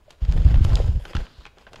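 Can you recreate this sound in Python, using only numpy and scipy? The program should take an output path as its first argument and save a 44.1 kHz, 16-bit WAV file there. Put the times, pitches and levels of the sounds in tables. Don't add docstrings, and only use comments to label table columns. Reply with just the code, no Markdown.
import sys
import numpy as np
from scipy import signal
from scipy.fft import rfft, irfft
from scipy.io import wavfile
from scipy.ndimage import uniform_filter1d

SR = 44100
rng = np.random.default_rng(int(sys.argv[2]) if len(sys.argv) > 2 else 0)


def log_audio(samples):
    frames = np.atleast_2d(samples).T
    limited = np.clip(frames, -1, 1)
    pcm = np.round(limited * 32767).astype(np.int16)
    wavfile.write(sys.argv[1], SR, pcm)


N = 79380

# (frequency [Hz], relative density [dB])
ROOM_SPECTRUM = [(20, 8.5), (70, 4), (200, -12.5), (600, -11.5), (1500, -25.5), (4000, -36), (8000, -37.5),
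                 (16000, -40.5)]
# (frequency [Hz], T60 [s])
HALL_T60 = [(600, 0.67), (3000, 0.57), (12000, 1)]
# (frequency [Hz], gain [dB])
ROLL_MODES = [(473, -24), (566, -10), (626, -14), (822, -0.5)]
# (start [s], end [s], level [dB], centre [Hz], half-width [Hz])
BRUSHES = [(0.982, 1.124, -68.5, 10400, 1730), (1.167, 1.498, -62, 3900, 790)]
# (time [s], body level [dB], treble level [dB])
SLIDE_LEVELS = [(.07, -80, -69.5), (.11, -58.5, -57), (.18, -78, -77), (.225, -53, -53.5),
                (.265, -51, -55.5), (.30, -45, -50), (.39, -41.5, -48.5), (.52, -44, -48), (.6, -54, -51),
                (.64, -44.5, -44.5), (.67, -41.5, -48), (.70, -39, -45.5), (.8, -40, -47.5),
                (.88, -46.5, -50.5), (.93, -55, -59.5), (1.0, -54.5, -57.5), (1.10, -49.5, -51),
                (1.145, -43, -49.5), (1.19, -43.5, -48), (1.24, -50.5, -53.5), (1.3, -62.5, -63.5),
                (1.37, -66.5, -61), (1.4, -52.5, -56), (1.45, -77, -62.5), (1.55, -75, -77),
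                (1.61, -54.5, -55), (1.65, -72, -64), (1.72, -56.5, -66), (1.78, -50, -57.5)]
# (frequency [Hz], relative density [dB])
SLIDE_BODY_SPECTRUM = [(100, 1.5), (250, 1), (470, 1.5), (700, -1), (1000, -19), (1500, -24.5), (2800, -46)]
SLIDE_TREBLE_SPECTRUM = [(500, -29.5), (1000, 4.5), (1550, 3.5), (2100, 0), (3200, 0.5), (4000, -6.5),
                         (5000, -4), (5900, -13.5), (6900, -9), (8200, -18), (11000, -23), (14000, -24),
                         (16000, -42)]
# (time [s], level [dB])
BUFFET_LEVELS = [(0, -74), (.2, -64), (.23, -34.5), (.3, -23.5), (.46, -16.5), (.65, -19.5), (.8, -22),
                 (.97, -27), (.99, -46), (1.14, -47.5), (1.18, -20.5), (1.29, -84), (1.47, -47),
                 (1.54, -74), (1.8, -45.5)]
# (frequency [Hz], relative density [dB])
BUFFET_SPECTRUM = [(12, -5.5), (25, 10.5), (70, -4), (150, -5), (210, -19.5), (300, -25.5), (500, -53.5),
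                   (1200, -77)]
# (time [s], level [dB], pitch at peak [Hz])
THUMPS = [(0.218, -12, 50.3), (0.281, -6.5, 50.7), (0.349, -18, 86.4), (0.395, -12.5, 62.5),
          (0.448, -1, 64.8), (0.498, -11.5, 56.5), (.536, -8.5, 68.7), (0.568, -6.5, 33.8),
          (.607, -8, 75.3), (0.642, -12.5, 103.8), (0.703, -12.5, 101.4), (0.726, -5.5, 57.3),
          (0.792, -15, 54), (.841, -14.5, 63.7), (0.882, -9.5, 75.7), (0.951, -11.5, 56), (.967, -26, 122),
          (1.01, -26.5, 43.4), (1.149, -16, 69), (1.207, -21.5, 44), (1.38, -34.5, 56.4)]
# (time [s], level [dB], pitch at peak [Hz])
KNOCKS = [(.608, -17.5, 148), (.8005, -19.5, 505), (1.151, -18.5, 171)]
# (time [s], level [dB], pitch [Hz])
FACETS = [(.08, -44, 605), (.648, -31, 3120), (0.648, -30.5, 1350), (1.0515, -43, 3020), (1.053, -38, 1500),
          (1.1503, -27, 1357), (1.156, -31.5, 2780), (1.1663, -25, 3250), (1.1678, -27.5, 1650),
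          (1.4533, -33.5, 2520), (1.474, -43, 2260), (1.667, -40.5, 1550)]
# (time [s], body [dB], mid [dB], treble [dB], decay [s], top [Hz])
SNAPS = [(.106, -49.5, -47.5, -44, 0.0027, 10900), (0.249, -59, -43.5, -47, 0.0031, 6000),
         (0.3232, -69, -39, -40, 0.00096, 8060), (.542, -32.5, -34.5, -45, 0.0021, 5960),
         (.557, -44, -38.5, -47, 0.0037, 4000), (0.643, -63, -56, -37.5, 0.0062, 13000),
         (0.6479, -30.5, -34, -35.5, 0.0022, 15100), (0.7551, -55, -68, -25, 0.001, 6800),
         (.770, -72, -32.5, -47, 0.0022, 7000), (1.052, -39, -35.5, -43, 0.0042, 5900),
         (1.133, -69, -37.5, -57, 0.0017, 6040), (1.1507, -33, -32.5, -38.5, 0.0054, 8500),
         (1.1667, -57, -32, -36, 0.0022, 5030), (1.2668, -51, -44, -62, 0.0019, 4930),
         (1.4537, -51, -38.5, -50, 0.0014, 7440), (1.463, -44, -40.5, -49.5, 0.0054, 7540),
         (1.571, -45.5, -52, -70, 0.012, 6000), (1.584, -63, -49.5, -52.5, 0.0011, 7400),
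         (1.667, -42, -42.5, -52.5, 0.016, 2920), (1.732, -44, -43, -45.5, 0.0033, 10900),
         (1.742, -43, -44.5, -60, 0.002, 6200), (1.758, -83, -40, -45, 0.0041, 7600)]
# (frequency [Hz], relative gain [dB])
SNAP_SPECTRUM = [(100, -4.5), (250, -2.5), (520, 2), (900, -0.5), (1480, 4), (2050, -2.5), (3300, 0.5),
                 (5300, -6), (5900, -7.5), (6800, -9), (8200, -15.5), (11000, -16.5), (16000, -29.5)]


def amp(db):
    return 10 ** (np.asarray(db) / 20)


def unit(x):
    return x / np.sqrt(np.mean(x ** 2) + 1e-20)


def read(points, hz):
    table_hz, value = np.transpose(points)
    return np.interp(np.log(hz + 1), np.log(table_hz), value)


def level(curve, column=1):
    rows = np.array(curve)
    return amp(np.interp(np.arange(N) / SR, rows[:, 0], rows[:, column]))


def add(mix, start_s, sound):
    part = mix[max(0, round(start_s * SR)):][:len(sound)]
    part += sound[:len(part)]


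def colour(x, spectrum, size=8192):
    gain = amp(read(spectrum, abs(np.fft.fftfreq(size, 1 / SR))))
    response = np.exp(np.conj(signal.hilbert(np.log(gain))))
    taps = np.fft.ifft(response).real[:size // 2]
    return signal.fftconvolve(x, taps)[:len(x)]


def whiten(burst, smooth_bins=160):
    spectrum = np.fft.fft(burst, 2 * len(burst))
    power = uniform_filter1d(abs(spectrum) ** 2, smooth_bins, mode="wrap")
    return np.fft.ifft(spectrum / np.sqrt(power + 1e-12)).real[:len(burst)]


def wander(top_hz):
    lowpass = 1 / (1 + (np.fft.rfftfreq(N, 1 / SR) / top_hz) ** 4)
    return unit(irfft(rfft(rng.standard_normal(N)) * lowpass, N))


def room_tone(level_db=-56):
    return amp(level_db) * unit(colour(rng.standard_normal(N), ROOM_SPECTRUM))


def hall(x, tail_db=-10, echo_db=-18, echoes=8):
    hz, t, noise = signal.stft(rng.standard_normal(SR), SR, nperseg=256)
    decay = amp(-60 * t / read(HALL_T60, hz)[:, None])
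    response = signal.istft(noise * decay, SR, nperseg=256)[1]
    response *= amp(tail_db) / np.linalg.norm(response)
    delays_s = rng.uniform(.003, .025, echoes)
    response[(delays_s * SR).astype(int)] += amp(echo_db) * rng.choice([-1, 1], echoes) / np.sqrt(echoes)
    return signal.fftconvolve(x, response)[:N]


def roll(x, t60_s=.07):
    t = np.arange(SR // 2) / SR
    ring = sum(amp(db - 60 * t / t60_s) * np.cos(2 * np.pi * hz * t) for hz, db in ROLL_MODES)
    resonance_gain = t60_s * SR / (2 * np.log(1000))
    return signal.fftconvolve(x, ring / resonance_gain)[:N]


def brushes(fade_s=.026):
    out, t, hz = np.zeros(N), np.arange(N) / SR, np.fft.rfftfreq(N, 1 / SR)
    for start_s, end_s, db, centre_hz, half_width_hz in BRUSHES:
        band = 1 / (1 + ((hz - centre_hz) / half_width_hz / 2) ** 2) ** 2
        hiss = unit(irfft(rfft(rng.standard_normal(N)) * band, N))
        gate = np.clip(np.minimum(t - start_s, end_s - t) / fade_s, 0, 1)
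        out += amp(db) * hiss * gate
    return out


def slide(catches_per_s=1300, spread_db=2.5, catch_share=.7, flicker_db=2.06, flicker_hz=58):
    catches = (rng.random(N) < catches_per_s / SR) * rng.choice([-1, 1], N)
    catches = catches * amp(spread_db * np.minimum(rng.exponential(1, N), 4))
    rub = np.sqrt(catch_share) * unit(catches) + np.sqrt(1 - catch_share) * rng.standard_normal(N)
    rub *= amp(flicker_db * wander(flicker_hz))
    body = level(SLIDE_LEVELS, column=1) * unit(colour(rub, SLIDE_BODY_SPECTRUM))
    treble = level(SLIDE_LEVELS, column=2) * unit(colour(rub, SLIDE_TREBLE_SPECTRUM))
    return body + treble


def flex(x, depth_db=1.5, patch_hz=920, patch_s=.02):
    frames = signal.stft(x, SR, nperseg=512, noverlap=384)[2]
    patches = rng.standard_normal(frames.shape)
    for axis, span in enumerate((patch_hz * 512 / SR, patch_s * SR / 128)):
        kernel = np.exp(-(2 * np.arange(-40, 41) / span) ** 2)
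        patches = signal.fftconvolve(patches, np.expand_dims(kernel, 1 - axis), "same")
    return signal.istft(frames * amp(depth_db * unit(patches)), SR, nperseg=512, noverlap=384)[1][:N]


def crinkles(flips_per_s=73, relative_db=-8.5, decay_s=.0013, range_hz=(1110, 6480), pitches=12):
    out, t = np.zeros(N), np.arange(512) / SR
    for hz in np.geomspace(*range_hz, pitches):
        flips = (rng.random(N) < flips_per_s / pitches / SR) * (2 * rng.random(N) - 1)
        ring = (np.sin(2 * np.pi * hz * t) + .5 * rng.standard_normal(len(t))) * np.exp(-t / decay_s)
        out += signal.fftconvolve(flips, ring)[:N]
    return amp(relative_db) * level(SLIDE_LEVELS, column=2) * unit(colour(out, SLIDE_TREBLE_SPECTRUM))


def facets(swell_cycles=2.07):
    out, t = np.zeros(N), np.arange(2048) / SR
    for start_s, db, hz in FACETS:
        age = hz * t / swell_cycles
        add(out, start_s, amp(db) * np.sin(2 * np.pi * hz * t) * age * np.exp(1 - age))
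    return out


def swing(hz, peak_s, sag=.87, sag_s=.0069, sharpness=1.51):
    t = np.arange(8192) / SR
    pitch_hz = hz * (1 + sag * (np.exp(-t / sag_s) - np.exp(-peak_s / sag_s)))
    envelope = (t / peak_s * np.exp(1 - t / peak_s)) ** sharpness
    return -np.sin(2 * np.pi * np.cumsum(pitch_hz) / SR) * envelope


def knocks():
    out = np.zeros(N)
    for start_s, db, hz in KNOCKS:
        add(out, start_s, amp(db) * swing(hz, peak_s=.0019))
    return out


def buffet():
    return level(BUFFET_LEVELS) * unit(colour(rng.standard_normal(N), BUFFET_SPECTRUM))


def thumps(tautness=.23):
    out = np.zeros(N)
    for start_s, db, hz in THUMPS:
        flap = swing(hz, peak_s=.012)
        add(out, start_s, amp(db) * flap * (1 - tautness + tautness * flap ** 2))
    return out


def snaps(gain_db=-26, rise_s=.00018, spread_db=6, split_hz=(790, 3510)):
    out, t = np.zeros(N), np.arange(4096) / SR
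    edges = ((split_hz[0], "low"), (split_hz, "band"), (split_hz[1], "high"))
    bands = [signal.butter(5, hz, kind, fs=SR, output="sos") for hz, kind in edges]
    for start_s, *band_db, decay_s, top_hz in SNAPS:
        clicks, sizes = rng.standard_normal((2, len(t)))
        clicks *= amp(spread_db * np.tanh(sizes))
        envelope = (1 - np.exp(-t / rise_s)) * np.exp(-t / decay_s)
        burst = colour(whiten(clicks * envelope), SNAP_SPECTRUM)
        burst = signal.sosfilt(signal.butter(2, top_hz, fs=SR, output="sos"), burst)
        for band, db in zip(bands, band_db):
            part = signal.sosfilt(band, burst)
            energy = np.sum(part ** 2) / SR
            add(out, start_s, amp(db + gain_db) * part / np.sqrt(energy))
    return out


def scene():
    paper = snaps() + facets() + knocks() + flex(slide() + brushes()) + crinkles()
    return (room_tone() + paper + roll(paper) + hall(paper) + buffet() + thumps())[None]


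def record(dry, highpass_hz=8, ceiling=.72, lowpass_hz=15800):
    x = signal.sosfilt(signal.butter(1, highpass_hz, "high", fs=SR, output="sos"), dry)
    clipped = x / (1 + (x / ceiling) ** 10) ** (1 / 10)
    lowpass = signal.firwin(511, lowpass_hz, window=("kaiser", 9), fs=SR)
    return signal.oaconvolve(clipped, lowpass[None], "same")


dry = scene()
out = record(dry)
log_audio(out)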